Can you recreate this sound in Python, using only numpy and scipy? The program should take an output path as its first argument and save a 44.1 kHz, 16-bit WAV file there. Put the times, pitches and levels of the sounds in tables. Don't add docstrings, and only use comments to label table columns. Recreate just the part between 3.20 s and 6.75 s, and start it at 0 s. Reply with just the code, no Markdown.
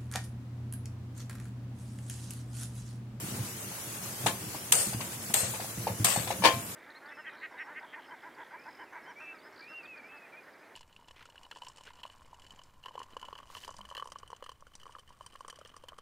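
import sys
import numpy as np
from scipy import signal
from scipy.fft import rfft, irfft, next_fast_len
from scipy.io import wavfile
from scipy.ndimage import uniform_filter1d, map_coordinates

SR = 44100
rng = np.random.default_rng(int(sys.argv[2]) if len(sys.argv) > 2 else 0)


def linear_from_db(decibels):
    return 10 ** (np.asarray(decibels, float) / 20)


def store_pcm(level_fs):
    pcm = np.round(np.clip(level_fs, -1, 1) * 32767).astype(np.int16)
    wavfile.write(sys.argv[1], SR, np.atleast_2d(pcm).T)


N = 156555

# f/Hz, level/dB
LEAK_COLOUR = [(180, -12.5), (300, -3.5), (540, -5.5), (2000, -11.5), (4200, -15), (6500, -11),
               (11000, -9.5), (14200, -16), (16500, -20)]
# f/Hz, likeness (0 to 1)
LEAK_ALIKE = [(60, 1), (180, .95), (650, 0.55), (1300, 0.05), (15000, 0.02)]
# f/Hz, level/dB
LEAK_SIDE = [(60, -0.5), (150, 0), (380, 0), (950, 2.5), (2380, 5.5), (5980, 5.5), (15000, -8.5)]
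# t/s, peak level/dB, f/Hz
THUMPS = [(0.028, -29, 120.6), (0.115, -25.5, 116), (0.19, -35, 118), (0.29, -54, 121), (0.434, -35, 111),
          (0.664, -33.5, 121), (0.769, -45, 114), (0.856, -35, 121), (1.001, -33, 122), (1.041, -24, 118.5),
          (1.213, -34, 127), (1.344, -31, 122), (1.508, -32, 123), (1.667, -29.5, 200), (1.742, -24, 112),
          (1.799, -57, 99.6), (1.869, -38, 106), (2.098, -35, 214), (2.229, -31.5, 95), (2.414, -36, 109),
          (2.49, -38.5, 111), (2.574, -23.5, 117), (2.699, -27.5, 104), (2.799, -22.5, 107),
          (2.894, -40, 239), (2.97, -25, 110), (3.189, -29, 184), (3.337, -26, 118.5), (3.48, -39.5, 221)]
# f/Hz, level/dB, share of the main tone's length
UPPER_TONES = [(188.3, -7.5, 0.49), (306, -9.5, 0.53), (82.5, -9, 0.49)]
# f/Hz, width/Hz, level/dB
BASE_TONES = [(74.4, 45, -13), (116.7, 17.5, 0), (193.8, 31.5, -6), (254.5, 45, -12.5), (331, 56, -15.5)]
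# f/Hz, likeness (0 to 1)
BASE_ALIKE = [(30, 0.6), (60, 0.93), (90, 1), (300, 0.94)]
# t/s, peak level/dB, f/Hz, rattle level/dB
PINGS = [(0.14, -42.5, 740, -8), (0.187, -38, 784, -11), (0.516, -38.5, 850, -12),
         (0.858, -38.5, 1110, -26), (1.061, -15, 760, -8), (1.346, -32, 872, -13), (1.525, -28.5, 884, -32),
         (1.729, -33, 760, -7), (1.805, -32, 1020, -4.5), (1.873, -44, 880, -6), (2.102, -34.5, 825, -25),
         (2.145, -25.5, 756, -8), (2.233, -29.5, 705, -31), (2.29, -42, 735, -16), (2.337, -30.5, 910, -7),
         (2.398, -27.5, 715, -10.5), (2.444, -33, 730, -21), (2.669, -17.5, 795, -18.5),
         (2.848, -36.5, 684, 7), (2.961, -20, 744, -15), (3.071, -31, 762, -3.5), (3.104, -19, 772, -11.5),
         (3.238, -17, 900, -10)]
# f/Hz, level/dB, t60/s (not used)
WALL_TONES = [(528, 4.5, 0.13), (685, 3, 0.32), (872, 3, 0.22), (966, -42, 0.56), (1099, -5.5, 0.21),
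              (1186, -35, 0.38), (1710, -4, 0.27), (2000, -32.5, 0.24), (2090, -47, 0.59), (2410, -24, 0.2)]
# f/Hz, level/dB, t60/s (not used)
WALL_LOWEST = (335, -8.5, .3)
# f/Hz, level/dB
RATTLE_COLOUR = [(590, -7), (1000, -0.5), (1340, -8.5), (2350, -5.5), (10600, -20), (15200, -29),
                 (15900, -27), (16500, -55)]
# f/Hz, likeness (0 to 1)
KNOCK_ALIKE = [(60, 0.97), (240, 0.85), (800, 0.8), (1300, 0.03), (15000, 0.05)]
# f/Hz, level/dB
KNOCK_SIDE = [(60, 0.5), (180, 3), (550, -0.5), (1650, 6.5), (4970, 8), (15000, -5.5)]
# t/s, level/dB, t60/s
SPITS = [
    (1.0605, -30.5, 0.18),
    (2.669, -46, .03),
    (3.104, -41, .05),
    (1.805, -48, .03),
]
# f/Hz, level/dB
SPIT_COLOUR = [(500, -30), (2000, -21), (8000, 11), (12000, 1), (15500, -5)]
# t/s, level/dB
CLATTER = [
    (1.061, -28.5),
    (1.079, -40),
    (3.221, -30.5),
    (3.237, -16.5),
    (3.246, -15),
    (3.251, -12.5),
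    (3.261, -22.5),
    (3.271, -24),
    (3.282, -29),
]
# f/Hz, level/dB, t60/s
LID_TONES = [(319.6, -10, 0.26), (501, -3, 0.15), (595, -1, 0.17), (683, -9.5, 0.43), (928, 10, 0.062),
             (1050, 2, 0.28), (1114, 1.5, 0.21), (1606, -11, 0.1), (1720, -1, 0.13), (1830, -15, 0.17),
             (2207, -33, 0.39), (2340, -2, 0.28), (2358, -18, 0.14), (2778, -9, 0.2)]
# t/s, peak level/dB, jet held/s, closing/s per 20 dB, spray level/dB, whistle f/Hz
LIFTS = [
    (1.5224, -8.5, 0.095, 0.22, -12.5, 9030),
    (2.14, -12.5, 0.1, 0.33, -8, 8370),
    (2.8453, -12, 0.11, 0.26, -1.5, 8360),
]
# f/Hz, level/dB
POP_COLOUR = [(290, -38), (500, -21), (1430, -11), (3450, -4.5), (4830, -7.5), (8930, 2.5), (10000, -5.5),
              (13200, -4.5), (16500, -29)]
# f/Hz, level/dB
POP_SIDE = [(60, -2.5), (240, 20), (950, 7), (3770, 12.5), (15000, -6)]
# f/Hz, level/dB
JET_COLOUR = [(260, -16), (500, -3.5), (1100, -16.5), (4500, -14.5), (6500, -13), (10000, -10),
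              (13000, -4.5), (15800, -26)]
# f/Hz, likeness (0 to 1)
JET_ALIKE = [(60, 0.92), (240, 0.73), (700, 0.5), (1300, 0.03), (15000, 0.05)]
# f/Hz, level/dB
JET_SIDE = [(60, -0.5), (180, -2), (550, -1.5), (1650, -6), (4970, 8), (15000, -1)]
# f/Hz, level/dB
SPRAY_COLOUR = [(300, -46), (600, 7), (3000, 1), (6000, -2.5), (15500, -1.5), (16500, -30)]
# f/Hz, rarity/sigma
GAPS = [(2600, 1.7), (3600, 1.1), (5500, 1.15), (7000, 1.7), (9300, 1.3), (15000, 1.4)]

STEAM_RISE_S, JET_DB = 0.00089, -18


def unit(x):
    return x / np.sqrt(np.mean(x ** 2) + 1e-20)


def along(points, hz):
    f, v = np.transpose(points)
    return np.interp(np.log(hz + 1), np.log(f + 1), v)


def colour(points):
    return lambda hz: linear_from_db(along(points, hz))


def wobble(rate):
    knots = rng.standard_normal(int(N * rate / SR) + 4)
    return map_coordinates(knots, [np.arange(N) * rate / SR])


def filtered(x, response):
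    m = next_fast_len(N + SR // 2)
    return irfft(rfft(x, m) * response(np.fft.rfftfreq(m, 1 / SR)), m)[..., :N]


def peaks(rows):
    def response(f):
        total = 0
        for k, (centre, width, db) in enumerate(rows):
            damping = 1j * f * width
            total = total + (-1) ** k * linear_from_db(db) * damping / (centre ** 2 - f * f + damping)
        return total
    return response


def rush(gain, alike, side, patchy_db):
    z = signal.stft(rng.standard_normal((2, N)), nperseg=512)[2]
    patches = uniform_filter1d(rng.standard_normal(z.shape[1:]), size=5, axis=0)
    patches = unit(uniform_filter1d(patches, size=9, axis=1))
    pair = signal.istft(z * linear_from_db(patchy_db * patches), nperseg=512)[1][:, :N]
    m = next_fast_len(N)
    hz = np.fft.rfftfreq(m, 1 / SR)
    shared, opposed = rfft(pair, m)
    turn = np.arccos(np.clip(along(alike, hz), -1, 1)) / 2
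    tilt = linear_from_db(along(side, hz) / 2)
    shared, opposed = np.cos(turn) * shared, np.sin(turn) * opposed
    ports = np.array([(shared + opposed) * tilt, (shared - opposed) / tilt])
    out = irfft(ports * gain(hz) / np.cos(turn), m)[:, :N]
    return out / np.std(out.mean(axis=0))


def swell(db, rise_s, t60):
    return lambda t: linear_from_db(db - 60 * t / t60) * (1 - np.exp(-(t / rise_s) ** 2))


def lay(shapes):
    out, t = np.zeros(N + SR), np.arange(SR // 2) / SR
    for s, shape in shapes:
        out[max(round(s * SR), 0):][:len(t)] += shape(t)
    return out[:N]


def lay_power(rows, t60):
    def power(db):
        return lambda t: swell(db, 0.0028, t60)(t) ** 2
    return lay([(s, power(db)) for s, db in rows]) ** .5


def leak():
    level = linear_from_db(-43.5 + 0.26 * wobble(3.5) + 1.0 * wobble(29.98))
    return level * rush(colour(LEAK_COLOUR), LEAK_ALIKE, LEAK_SIDE, patchy_db=.6)


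def churning():
    def stir(db):
        return lambda t: linear_from_db(db - 12.5 - 60 * t / 0.44)
    churn = lay([(s, stir(db)) for s, db, _ in THUMPS])
    simmer = linear_from_db(-50 + 4.5 * wobble(9.54) + 2.2 * wobble(21.87))
    return (churn + simmer) * rush(peaks(BASE_TONES), BASE_ALIKE, LEAK_SIDE, patchy_db=1.5)


def thumps():
    rise_s, length_s = 0.0069, 0.038

    def jolt(db, main_hz):
        def shape(t):
            total = 0
            for hz, more, share in [(main_hz, 0, 1)] + UPPER_TONES:
                fade_db = 8.0 * (t / (length_s * share)) ** 2
                total = total + linear_from_db(db + more - fade_db) * np.sin(2 * np.pi * hz * t)
            return (1 - np.exp(-t / rise_s)) * total
        return shape
    return lay([(s - .003, jolt(db - 5, hz)) for s, db, hz in THUMPS])


def pings():
    chirp_per_s = 25.7

    def bubble(db, hz):
        envelope = swell(db + 3, 0.00091, 0.023)
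        return lambda t: envelope(t) * np.sin(2 * np.pi * 0.889 * hz * t * (1 + chirp_per_s * t))
    balance_db = [[.6], [-.6]]
    return lay([(s, bubble(db, hz)) for s, db, hz, _ in PINGS]) * linear_from_db(balance_db)


def wall_ring():
    hits = [(s + 0.0015, db - 16) for s, db, *_ in PINGS] + [(s, db - 14) for s, db in CLATTER]
    tones = []
    for hz, db, _ in [WALL_LOWEST] + WALL_TONES:
        width_hz = 34 * (hz / 500) ** 0.31
        tones.append((hz, width_hz, 1.06 * db - 3.5 * np.log2(hz / 500)))
    return lay_power(hits, 0.26) * rush(peaks(tones), KNOCK_ALIKE, KNOCK_SIDE, patchy_db=1.5)


def rattle():
    clatter_db = -7.5
    hits = [(s + 0.0015, db + more) for s, db, _, more in PINGS]
    hits += [(s, db + clatter_db) for s, db in CLATTER]
    echo = lay_power([(s, db + clatter_db - 13.5) for s, db in CLATTER], 0.42)
    level = (lay_power(hits, 0.13) + echo) * linear_from_db(1.0 * wobble(300))
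    return level * rush(colour(RATTLE_COLOUR), KNOCK_ALIKE, KNOCK_SIDE, patchy_db=1.0)


def spits():
    level = lay([(s, swell(db, 0.00056, t60)) for s, db, t60 in SPITS])
    return level * rush(colour(SPIT_COLOUR), JET_ALIKE, KNOCK_SIDE, patchy_db=0.0)


def lid():
    hz, level, t60 = np.transpose(LID_TONES)[:, :, None]
    chance = rng.standard_normal((len(CLATTER), 3, len(LID_TONES), 1))

    def ring(db, luck, port):
        phase = 9 * luck[1] + port * np.arccos(along(KNOCK_ALIKE, hz)) * luck[2]
        gain_db = db - 11 + level + 3 * luck[0] + port * along(KNOCK_SIDE, hz)

        def shape(t):
            tones = linear_from_db(gain_db - 60 * t / t60) * np.sin(2 * np.pi * hz * t + phase)
            return tones.sum(axis=0) * (1 - np.exp(-t / 0.0015))
        return shape
    return np.array([lay([(s, ring(db, luck, port)) for (s, db), luck in zip(CLATTER, chance)])
                     for port in (.5, -.5)])


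def pops():
    bursts = [(s - 0.00023, swell(db - 3, STEAM_RISE_S, 0.032)) for s, db, *_ in LIFTS]
    seeps = [(s - 0.0032, swell(db - 15.5, 0.0015, 0.028)) for s, db, *_ in LIFTS]
    level = lay(bursts + seeps) * linear_from_db(1.7 * wobble(1200))
    return level * rush(colour(POP_COLOUR), JET_ALIKE, POP_SIDE, patchy_db=-0.2)


def flow(db, held, closing):
    sag = swell(db, STEAM_RISE_S, 60 / 43.5)
    settle = swell(db - 6.5, STEAM_RISE_S, 0.13)
    echo = swell(db - 14.5, .05, 0.4)
    return lambda t: sag(t) * linear_from_db(-20 * np.maximum(t - held, 0) / closing) + settle(t) + echo(t)


def jets():
    def vent(top_hz):
        def gain(hz):
            below = hz < top_hz
            distance = (hz - top_hz) / np.where(below, 1700, 650)
            return linear_from_db(along(JET_COLOUR, hz) + 13 / (1 + distance ** np.where(below, 2, 6)))
        return gain
    total = 0
    for s, db, held, closing, _, top_hz in LIFTS:
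        level = lay([(s, flow(db + JET_DB, held, closing))])
        total = total + level * rush(vent(top_hz), JET_ALIKE, JET_SIDE, patchy_db=1)
    return total * linear_from_db(1.1 * wobble(200) + 0.2 * wobble(24.92))


def spray():
    level = lay([(s, flow(db + JET_DB + more, held, closing)) for s, db, held, closing, more, _ in LIFTS])
    level = level * linear_from_db(1.64 * wobble(300))
    return level * rush(colour(SPRAY_COLOUR), JET_ALIKE, POP_SIDE, patchy_db=-1.4)


def scene():
    pot = leak() + churning() + thumps() + pings() + wall_ring() + rattle()
    return pot + spits() + lid() + pops() + jets() + spray()


def thin_treble(x):
    hz, t, z = signal.stft(x, SR, nperseg=1024)

    def blotches(bands, height, length):
        field = np.repeat(rng.standard_normal((bands, z.shape[2])), repeats=height, axis=0)[:513]
        return unit(uniform_filter1d(field, size=length, axis=1))
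    field = blotches(103, 5, 5)
    streak = blotches(257, 2, 6)
    busy = sum((t > s) * (t < s + held + .05) for s, _, held, *_ in LIFTS)
    rarity = along(GAPS, hz)[:, None] - 1.1 * np.outer(hz > 9500, busy)
    gap = 1 / (1 + np.exp(-20 * (field - rarity)))
    gap = uniform_filter1d(gap, size=2, axis=0).clip(0, .5) * 2
    from_attack_s = np.min([abs(t - s) for s, *_ in LIFTS + CLATTER[:1]], axis=0)
    affected = np.outer(hz > 2600, from_attack_s > .016)
    gain_db = (-45 * gap + 3.2 * streak) * affected
    return signal.istft(z * linear_from_db(gain_db), SR, nperseg=1024)[1][:, :N]


def roll_off(x):
    return signal.sosfilt(signal.butter(12, 16810, fs=SR, output="sos"), x)


def record(dry):
    t = np.arange(N) / SR
    low_hz, top_hz, pop_top_hz = 41.6, 15880, 16800
    duck_db, ahead_s = -7, .0065
    dips = sum(np.exp(-((t - s + ahead_s) / (ahead_s * 0.3)) ** 2) for s, *_ in LIFTS)
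    body = filtered(dry * linear_from_db(duck_db * dips),
                    lambda hz: (hz < top_hz) * (1j * hz / (low_hz + 1j * hz)) ** 3)
    opened = sum(np.exp(-((t - s - .005) / .009) ** 4) for s, *_ in LIFTS)
    air = opened * filtered(dry, lambda hz: (hz >= top_hz) * (hz < pop_top_hz))
    return roll_off(thin_treble(body + air))


dry = scene()
out = record(dry)
store_pcm(out)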